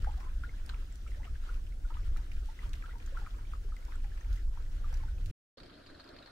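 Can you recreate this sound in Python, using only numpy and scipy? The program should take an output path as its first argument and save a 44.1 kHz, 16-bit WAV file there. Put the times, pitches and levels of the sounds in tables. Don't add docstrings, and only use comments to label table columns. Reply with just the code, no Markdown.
import sys
import numpy as np
from scipy import signal
from scipy.fft import rfft, irfft, next_fast_len
from scipy.io import wavfile
from scipy.ndimage import uniform_filter1d, map_coordinates

SR = 44100
rng = np.random.default_rng(int(sys.argv[2]) if len(sys.argv) > 2 else 0)


def bounce(signal):
    frames = np.transpose(np.atleast_2d(signal))
    limited = np.clip(frames, -1, 1)
    pcm = np.round(limited * 32767).astype(np.int16)
    wavfile.write(sys.argv[1], SR, pcm)


N = 278271
LAKE_END, RAIN_START = 5.313, 5.571

# arrival in seconds, strength in dB, seconds on the stones.
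WAVES = [(0.06, -57, 0.03), (0.19, -55, 0.082), (0.44, -65, 0.17), (0.72, -58, .04), (1.07, -79, 0.066),
         (1.235, -56.5, 0.025), (1.491, -57.5, 0.034), (1.899, -60.5, 0.11), (2.171, -61.5, 0.13),
         (2.62, -60, 0.11), (2.841, -60, 0.17), (3.16, -58, 0.085), (3.33, -57, 0.06), (3.52, -61.5, 0.022),
         (3.72, -61, 0.041), (3.9, -58.5, 0.054), (4.171, -65, 0.17), (4.565, -59.5, 0.051),
         (4.82, -59, 0.26)]
# time in seconds, level in dB.
WASH_LEVEL = [(0.0, -63.5), (0.3, -67.5), (0.55, -69), (0.72, -65.5), (1.0, -70.5), (1.08, -68.5),
              (1.35, -69), (1.54, -64), (1.76, -77.5), (1.93, -65), (2.1, -68), (2.45, -67), (2.72, -66),
              (3.05, -68.5), (3.2, -66.5), (3.7, -69.5), (4.15, -68), (4.37, -64), (4.48, -78),
              (4.57, -66.5), (4.7, -68.5), (4.93, -63.5), (5.13, -70.5), (5.3, -65)]
# frequency in Hz, side level against mid in dB.
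LAKE_WIDTH = [(40, -27), (110, -14.5), (200, -9.5), (380, -6.5), (700, 1), (980, 10), (1350, -3),
              (2000, -1), (3000, 2.5), (4500, -1.5), (6500, -3), (15000, -4.5)]
POND_WIDTH = [(60, -20), (180, -14), (300, -10), (500, -5.5), (950, 5.5), (1350, -10), (2500, -12),
              (4300, 1.5), (10000, -4.5)]


def plops(brood_db=-14, brood_lag_s=.008, brood_t60=.011, flutter_db=1.5, smack_db=-13, smack_s=.0018):
    # start in seconds, level in dB, pitch in Hz, t60 in seconds,
    # climb in octaves per 20 ms.
    pockets = [(0.0446, -38.5, 1300, 0.0055, -0.055), (0.071, -40, 810, 0.08, 0.23),
               (0.173, -54, 765, 0.15, 0.14), (0.207, -51.5, 1100, 0.044, -0.26),
               (0.263, -53.5, 1025, 0.094, 0.0058), (0.4361, -38, 1423, 0.042, 0.5),
               (0.492, -50, 2130, 0.023, 0.094), (0.537, -53.5, 1620, 0.036, 0.28),
               (0.6923, -44, 1570, 0.0039, 0), (0.6972, -41, 1490, 0.0073, 0),
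               (0.736, -47, 1280, 0.013, .2), (1.064, -54, 1373, 0.057, 0.14),
               (1.117, -51.5, 2030, 0.015, .3), (1.145, -56.5, 1800, 0.024, -0.19),
               (1.17, -57, 583, 0.084, 0.091), (1.2, -58, 894, 0.1, 0.3), (1.231, -53, 1980, 0.034, 0.11),
               (1.252, -55.5, 700, 0.1, -0.1), (1.276, -53.5, 1310, .05, .25),
               (1.355, -50.5, 1680, 0.015, 0), (1.4904, -43, 1402, 0.056, 0.099),
               (1.723, -57, 2140, 0.016, .2), (1.85, -53, 1464, 0.037, 0.065),
               (1.902, -49.5, 915, 0.083, 0.36), (1.904, -48, 1270, 0.029, 0.14),
               (1.916, -53, 1300, 0.036, 0.11), (1.952, -53.5, 1006, 0.038, 0.023),
               (1.969, -48, 1240, 0.035, 0), (2.163, -48.5, 1320, 0.015, 0.13),
               (2.486, -52.5, 870, 0.08, 0.088), (2.59, -48.5, 2040, 0.02, -0.096),
               (2.632, -48, 1160, 0.024, 0.24), (2.637, -56, 1600, 0.018, .1),
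               (2.839, -46.5, 1320, 0.061, 0.08), (2.858, -49.5, 1670, 0.013, 0),
               (2.891, -47, 1420, 0.035, 0.27), (2.908, -53, 1950, 0.05, 0.16),
               (2.927, -55.5, 2060, 0.018, .2), (2.955, -53.5, 918, 0.074, 0.012),
               (3.075, -49, 1360, 0.0089, 0), (3.122, -54.5, 552, 0.1, 0.19),
               (3.15, -52, 1050, .05, -0.054), (3.166, -51, 1344, 0.04, 0.088),
               (3.172, -37.5, 1404, 0.02, 0.049), (3.185, -50, 1400, 0.036, 0.037),
               (3.215, -54, 814, 0.14, -0.084), (3.247, -55, 1360, 0.046, -0.0044),
               (3.264, -43.5, 1280, 0.017, -0.13), (3.271, -44, 1210, .009, 0),
               (3.451, -58, 2340, 0.021, 0.013), (3.535, -45.5, 1200, 0.022, 0.12),
               (3.646, -53, 422, 0.081, -0.069), (3.721, -50, 1260, 0.05, .1),
               (3.766, -49, 2060, .02, -0.0024), (3.824, -56, 2150, .02, 0.074),
               (3.922, -52, 1270, 0.019, 0.15), (3.952, -51.5, 1390, 0.041, 0.15),
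               (4.043, -55.5, 826, 0.094, -0.092), (4.117, -54, 1700, .025, 0.14),
               (4.211, -54, 1840, 0.021, .2), (4.36, -58, 1750, .025, 0.16),
               (4.373, -54, 2010, 0.041, 0.24), (4.573, -52.5, 1030, 0.032, 0.38),
               (4.843, -46, 1235, .045, -0.2), (5.003, -55.5, 1040, 0.048, 0.14),
               (5.006, -59, 2170, .04, -0.062), (5.034, -49.5, 860, 0.037, 0.1),
               (5.082, -52, 1463, 0.054, -0.02), (5.183, -58, 2670, 0.014, 0)]
    # frequency in Hz, relative level in dB.
    smack_spectrum = [(300, -38.5), (800, -14), (1500, 6.5), (2400, -19.5), (4000, -18), (12000, -26)]
    t = np.arange(SR // 20) / SR
    rings, smacks = np.zeros((2, N)), np.zeros((1, N))
    for s, db, hz, t60, rise in pockets:
        ring = bubble(hz, t60, rise, bearing=rng.uniform(-.077, .76), attack_s=.0014, quiver_octaves=.06)
        add(rings, s, amp(db) * ring / np.abs(ring.mean(axis=0)).max())
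        choke = np.sqrt(brood_t60 / t60)
        add(smacks, s, choke * amp(db + smack_db) * t / smack_s * np.exp(1 - t / smack_s))
        for lag, higher, bearing in rng.uniform(-1, 1, size=(5, 3)):
            small = bubble(hz * 1.2 * 1.3 ** higher, brood_t60, rise, bearing)
            add(rings, s + brood_lag_s * (2 * lag + 1), amp(db + brood_db) * small)
    smacks = smacks * rush(smack_spectrum, LAKE_WIDTH, patchy_db=2)
    return (rings + smacks) * unit(amp(flutter_db * wobble(260)))


def splashes(band_octaves=.45, grit_db=2.5, tail_db=-36, tail_t60=.15, spray_gain_db=2, attack_s=.0005):
    # start in seconds, slap level in dB, slap pitch in Hz,
    # spray level in dB, decay time in seconds.
    crests = [(0.0199, -66, 5000, -61, .004), (0.0448, -54, 1800, -58, 0.0014),
              (0.175, -68, 5500, -65.5, 0.0071), (0.202, -53, 2000, -62.5, 0.0084),
              (0.436, -46, 2300, -68, .0016), (0.6614, -57, 9400, -54.5, 0.0022),
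              (0.6925, -34, 2930, -48, 0.0012), (0.696, -38, 3430, -60, .0018),
              (0.743, -53, 2280, -69.5, .005), (0.9558, -51, 6960, -60, .002),
              (1.073, -53, 2200, -67.5, 0.0094), (1.104, -65, 2600, -66.5, .009),
              (1.243, -53, 2400, -75, .004), (1.251, -47.5, 2360, -70, 0.004),
              (1.54, -60, 2200, -65.5, .007), (1.941, -52, 2850, -78, 0.006),
              (2.17, -50, 2020, -56.5, 0.0048), (2.316, -50.5, 2260, -63, 0.0056),
              (2.333, -70, 3000, -60.5, 0.0037), (2.456, -66, 3000, -63, 0.0067),
              (2.589, -54, 2400, -71, 0.0034), (2.633, -58, 1700, -72, .005), (2.67, -65, 3660, -58, .0015),
              (2.692, -62, 2640, -57.5, 0.0033), (2.732, -48, 3070, -57, 0.0045),
              (2.7375, -41, 1920, -61, 0.003), (2.753, -55, 2640, -60, 0.0053),
              (2.8235, -45, 1850, -76, 0.003), (2.86, -53, 2700, -73, .004), (2.955, -60, 1600, -74, .006),
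              (2.9828, -64, 3060, -54, 0.0012), (3.001, -50, 2300, -73, 0.003),
              (3.025, -50, 2700, -71, .002), (3.0627, -70, 4000, -55, .0025),
              (3.2607, -50, 1950, -72, .004), (3.469, -54.5, 3000, -74, .004),
              (3.641, -66, 4500, -59, 0.0022), (3.765, -52, 2060, -53, 0.0018),
              (3.8504, -64, 1940, -57.5, 0.0024), (3.921, -49, 1600, -71, 0.0033),
              (3.955, -59, 2000, -63, .003), (4.042, -51.5, 1860, -66, 0.0052),
              (4.174, -54, 2000, -69, 0.0071), (4.246, -56, 2000, -74, .004),
              (4.327, -60, 3500, -60, 0.011), (4.358, -59, 2400, -61.5, 0.008),
              (4.572, -50, 1150, -75, 0.0054), (4.88, -57, 2200, -73, .01), (4.925, -56, 1400, -66, .01),
              (4.94, -62, 2490, -56, 0.0038), (4.972, -66, 4700, -55, .0025), (5.035, -48, 1400, -66, .003),
              (5.2592, -44, 3120, -49.5, 0.0013), (5.2647, -50, 3780, -51, 0.0013)]
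    # frequency in Hz, relative level in dB.
    spray_spectrum = [(2000, -26), (4500, 8), (6000, 8.5), (7700, 1.5), (10000, -2.5), (15000, -2.5)]
    t = np.arange(SR // 6) / SR
    freqs = np.fft.rfftfreq(len(t), 1 / SR) + 1
    slaps, spray = np.zeros((2, N)), np.zeros((1, N))
    for s, slap_db, hz, spray_db, decay_s in crests:
        burst = (np.exp(-t / decay_s) + amp(tail_db) * decay(t, tail_t60)) * (1 - np.exp(-t / attack_s))
        band = 1 / (1 + (np.log2(freqs / hz) / band_octaves) ** 4)
        noise = unit(irfft(rfft(rng.standard_normal((2, len(t)))) * band, len(t)))
        add(slaps, s, amp(slap_db) * burst * noise)
        add(spray, s, amp(spray_db + spray_gain_db) * burst)
    grit = unit(amp(grit_db * wobble(900)))
    return grit * (slaps + spray * rush(spray_spectrum, LAKE_WIDTH, patchy_db=3))


def pings():
    # start in seconds, level in dB, pitch in Hz.
    bursts = [(0.119, -52, 7600), (0.662, -49, 9300), (0.693, -38.5, 4120), (0.733, -56, 7800),
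              (0.9245, -44, 7560), (1.0774, -54, 7540), (1.253, -57, 7600), (3.9564, -50, 7660),
              (4.209, -50, 6200), (4.94, -42, 5880)]
    out = np.zeros((2, N))
    for (s, db, hz), bearing in zip(bursts, rng.uniform(-1, 1, len(bursts))):
        add(out, s, amp(db) * bubble(hz, t60=.011, rise=.02, bearing=bearing))
    return out


def gurgles(first_hz=565, climb_octaves=1.5, length_s=.11, lead_s=.05, gain_db=-7.5, count=10):
    out = np.zeros((2, N))
    for s, db, _ in WAVES:
        for k, (late, higher, louder, bearing) in enumerate(rng.standard_normal((count, 4))):
            progress = (k + .277 * late) / count
            hz = first_hz * 2 ** (climb_octaves * progress + .067 * higher)
            ring = bubble(hz, t60=.05, rise=.28, bearing=.5 * bearing, attack_s=.002)
            add(out, s - lead_s + length_s * progress, amp(db + gain_db + 2 * louder) * ring)
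    return out


def lapping(run_up_s=.057, drain_s=.059, calm_db=-73.5):
    t = np.arange(N) / SR
    power = amp(calm_db) ** 2
    for s, db, hold_s in WAVES:
        falloff = np.maximum(s - t, 0) / run_up_s + np.maximum(t - s - hold_s, 0) / drain_s
        power = power + (amp(db) * np.exp(-falloff)) ** 2
    glugs = amp(-14) * swarm(count=200, hz=499.5, octaves=.22, cycles=29, rise=.14, scatter_db=4.5)
    froth = amp(-5) * swarm(count=2000, hz=1450, octaves=.36, cycles=15, rise=.15, scatter_db=4.5)
    return np.sqrt(power) * (glugs + froth)


def near_drops(ring_db=4, tick_db=-4, tick_s=.0032, droplet_db=-6, droplet_lag_s=.012):
    # start in seconds, level in dB, pitch of the bubble in Hz.
    drops = [(5.571, -55.5, 4180), (5.582, -52.5, 4320), (5.6017, -50.5, 4070), (5.6329, -52, 4400),
             (5.66, -55, 4600), (5.705, -61.5, 4280), (5.739, -58, 4230), (5.767, -62, 4300),
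             (5.8628, -53, 4530), (5.869, -53.5, 4600), (5.9005, -55, 4070), (5.948, -54, 4300),
             (5.9764, -62.5, 4400), (5.9971, -49.5, 4370), (6.005, -53, 4320), (6.015, -58, 4100),
             (6.0413, -53.5, 4600), (6.0762, -56, 4500), (6.0897, -50.5, 4240), (6.1641, -51.5, 4500),
             (6.187, -51, 4320), (6.2253, -50.5, 3930), (6.26, -50, 4400), (6.274, -51.5, 4250)]
    # frequency in Hz, relative level in dB.
    tick_spectrum = [(600, -9.5), (1500, 8.5), (2800, 2.5), (4300, 5), (5600, -11), (12000, -27.5)]
    t = np.arange(SR // 50) / SR
    rings, ticks = np.zeros((2, N)), np.zeros((1, N))
    for (s, db, hz), bearing in zip(drops, rng.uniform(-1, 1, len(drops))):
        add(ticks, s, amp(db + tick_db) * np.exp(-t / tick_s))
        ring = bubble(hz, t60=.014, rise=.02, bearing=1.1 * bearing, quiver_octaves=.05)
        add(rings, s, amp(db + ring_db) * ring)
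        for lag, higher, side in rng.uniform(-1, 1, size=(3, 3)):
            droplet = bubble(hz * 2 ** (.19 * higher), t60=.009, rise=.02, bearing=side)
            add(rings, s + droplet_lag_s * abs(lag), amp(db + droplet_db) * droplet)
    return rings + ticks * rush(tick_spectrum, POND_WIDTH, patchy_db=2.5)


def patter(flutter_db=3.5):
    shower = RAIN_START, N / SR
    ticks = swarm(count=700, hz=2630, octaves=.46, cycles=8.9, rise=0, scatter_db=3, span=shower)
    plinks = swarm(count=1200, hz=4330, octaves=.1, cycles=12, rise=.02, scatter_db=7, span=shower)
    return (amp(-73) * ticks + amp(-74) * plinks) * unit(amp(flutter_db * wobble(130)))


def wind(split_hz=70, deep_gain_db=.55, upper_gain_db=-1):
    # time in seconds, level of the deep band in dB, of the upper band in dB.
    levels = [(0.0, -35.5, -51), (0.045, -29.5, -38), (0.09, -32.5, -47.5), (0.21, -40, -54),
              (0.34, -33.5, -50), (0.5, -41.5, -47), (0.57, -37.5, -57.5), (0.8, -36.5, -50.5),
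              (0.9, -43, -60), (1.14, -36, -52), (1.18, -41.5, -50.5), (1.34, -33, -52.5),
              (1.46, -38, -62.5), (1.61, -31.5, -54), (1.71, -40.5, -54), (1.87, -34.5, -57),
              (2.01, -36, -45.5), (2.06, -28.5, -46.5), (2.2, -32, -50.5), (2.29, -43.5, -49.5),
              (2.36, -28, -53), (2.58, -46.5, -60.5), (2.66, -33.5, -46.5), (2.88, -42, -55.5),
              (3.15, -36, -51.5), (3.35, -41.5, -52.5), (3.7, -34.5, -50.5), (3.81, -41, -65),
              (4.04, -33, -50.5), (4.24, -41, -57.5), (4.31, -27.5, -46.5), (4.38, -38, -49.5),
              (4.47, -29, -50), (4.56, -37, -55.5), (4.92, -31.5, -48.5), (5.1, -35.5, -45.5),
              (5.28, -34, -44), (5.305, -33.5, -37.5)]
    # frequency in Hz, relative level in dB.
    spectrum = [(12, -22), (22, 2.5), (30, -0.5), (48, -4), (70, -13.5), (100, -21.5), (150, -37),
                (250, -50), (500, -54), (1500, -100)]
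    deep_db, upper_db = curves(levels)
    noise = rush(spectrum, LAKE_WIDTH, patchy_db=1)
    deep = filtered(noise, lambda hz: 1 / (1 + (hz / split_hz) ** 6))
    levelled = lambda x: x / np.sqrt(np.abs(uniform_filter1d(x[0] ** 2, size=6000)))
    rumble = amp(deep_db + deep_gain_db) * unit(amp(.77 * wobble(21.79))) * levelled(deep)
    flutter = amp(upper_db + upper_gain_db + wobble(30)) * levelled(noise - deep)
    return rumble + flutter


def fizz(gain_db=-9):
    wash_db, = curves(WASH_LEVEL)
    bubbles = swarm(count=1000, hz=4340, octaves=.613, cycles=8.1, rise=.079, scatter_db=6)
    return amp(wash_db + gain_db) * bubbles


def wash(flutter_db=2):
    # frequency in Hz, relative level in dB.
    spectrum = [(500, -25), (1000, -5.5), (1400, 10.5), (2300, 1.5), (3200, 2.5), (6000, -6),
                (10000, -11.5), (15500, -16)]
    wash_db, = curves(WASH_LEVEL)
    return amp(wash_db + flutter_db * wobble(22.26)) * rush(spectrum, LAKE_WIDTH, patchy_db=2)


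def distant_rain():
    # frequency in Hz, relative level in dB.
    spectrum = [(25, 5), (90, 1), (200, -6), (290, 2.5), (420, -7.5), (600, -4.5), (730, -11), (850, -16),
                (1100, -14), (1400, -8), (2300, -21.5), (3700, -19.5), (4400, -18.5), (5600, -32),
                (12000, -39), (15000, -55.5)]
    return amp(-55.5) * rush(spectrum, POND_WIDTH, patchy_db=3)


def breeze():
    # frequency in Hz, relative level in dB.
    spectrum = [(100, -7.5), (170, -2.5), (310, -4.5), (450, -12), (750, -16.5), (1050, -30), (1400, -25),
                (2300, -33), (5500, -24.5), (8000, -28.5), (10000, -32), (12500, -34.5), (15500, -33.5)]
    return amp(-62.5) * rush(spectrum, LAKE_WIDTH, patchy_db=2)


def shore(x, t60, wet_db):
    t = np.arange(SR // 4) / SR
    tail = rng.standard_normal((2, len(t))) * decay(t, t60) * (1 - np.exp(-t / .003))
    return x + amp(wet_db) * signal.fftconvolve(x, tail / np.linalg.norm(tail[0]), axes=1)[:, :N]


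def bubble(hz, t60, rise, bearing, attack_s=.00076, quiver_octaves=0):
    t = np.arange(int(np.clip(t60, .002, .1) * SR)) / SR
    pitch = hz * 2 ** (rise * (np.minimum(t, .04) - t60 / 10) / .02)
    if quiver_octaves:
        shape = np.interp(t, np.linspace(0, .1, 80), rng.standard_normal(80))
        pitch = pitch * 2 ** (quiver_octaves * shape)
    phase = 2 * np.pi * np.cumsum(pitch) / SR
    mid = np.sin(phase)
    side = bearing * amp(along(LAKE_WIDTH, hz)) * np.cos(phase)
    return np.array([mid + side, mid - side]) * decay(t, t60) * (1 - np.exp(-t / attack_s))


def swarm(count, hz, octaves, cycles, rise, scatter_db, span=(0, LAKE_END)):
    out = np.zeros((2, N))
    starts = rng.uniform(*span, count)
    traits = np.clip(rng.standard_normal((count, 4)), -2, 2)
    for s, (higher, longer, louder, bearing) in zip(starts, traits):
        pitch = min(hz * 2 ** (octaves * higher), SR / 4)
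        t60 = cycles / pitch * 2 ** (longer / 2)
        add(out, s, amp(scatter_db * louder) * bubble(pitch, t60, rise, bearing))
    return unit(out) * np.sqrt((span[1] - span[0]) * SR / N)


def rush(spectrum, width, patchy_db):
    cells = signal.stft(rng.standard_normal((2, N)), nperseg=512)[2]
    patches = uniform_filter1d(rng.standard_normal(cells.shape[1:]), size=6, axis=0)
    patches = uniform_filter1d(patches, size=5, axis=1)
    noise = signal.istft(cells * amp(patchy_db * unit(patches)), nperseg=512)[1][:, :N]
    mid = filtered(noise[0], lambda hz: amp(along(spectrum, hz)))
    side = filtered(noise[1], lambda hz: amp(along(spectrum, hz) + along(width, hz)))
    return np.array([mid + side, mid - side]) / mid.std()


def amp(db):
    return 10 ** (np.asarray(db) / 20)


def unit(x):
    return x / np.sqrt(np.mean(x ** 2) + 1e-20)


def decay(t, t60):
    return np.exp(-np.log(1000) * t / t60)


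def along(points, hz):
    freqs, values = np.transpose(points)
    return np.interp(np.log(hz + 1), np.log(freqs + 1), values)


def curves(rows):
    times, *columns = np.transpose(rows)
    return [np.interp(np.arange(N) / SR, times, column) for column in columns]


def wobble(rate):
    return map_coordinates(rng.standard_normal(int(N * rate / SR) + 4), [np.arange(N) * rate / SR])


def filtered(x, response):
    size = next_fast_len(N + SR // 2)
    return irfft(rfft(x, size) * response(np.fft.rfftfreq(size, 1 / SR)), size)[..., :N]


def add(track, s, sound):
    part = track[:, max(round(s * SR), 0):][:, :sound.shape[-1]]
    part += sound[..., :part.shape[-1]]


def scene():
    t = np.arange(N) / SR
    close_water = shore(plops() + splashes() + pings(), t60=.16, wet_db=-10)
    churn = lapping() + fizz()
    far_water = wash()
    ripples = shore(churn + gurgles(), t60=.073, wet_db=-6)
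    lake = close_water + ripples + far_water + breeze() + wind()
    drops = near_drops() + patter()
    pond = distant_rain() + shore(drops, t60=.03, wet_db=-1.5)
    fade = lambda s: np.clip(s / .003, 0, 1)
    return lake * fade(t) * fade(LAKE_END - t) + pond * fade(t - RAIN_START)


def record(dry):
    return filtered(dry, lambda hz: hz < 15700)


dry = scene()
out = record(dry)
bounce(out)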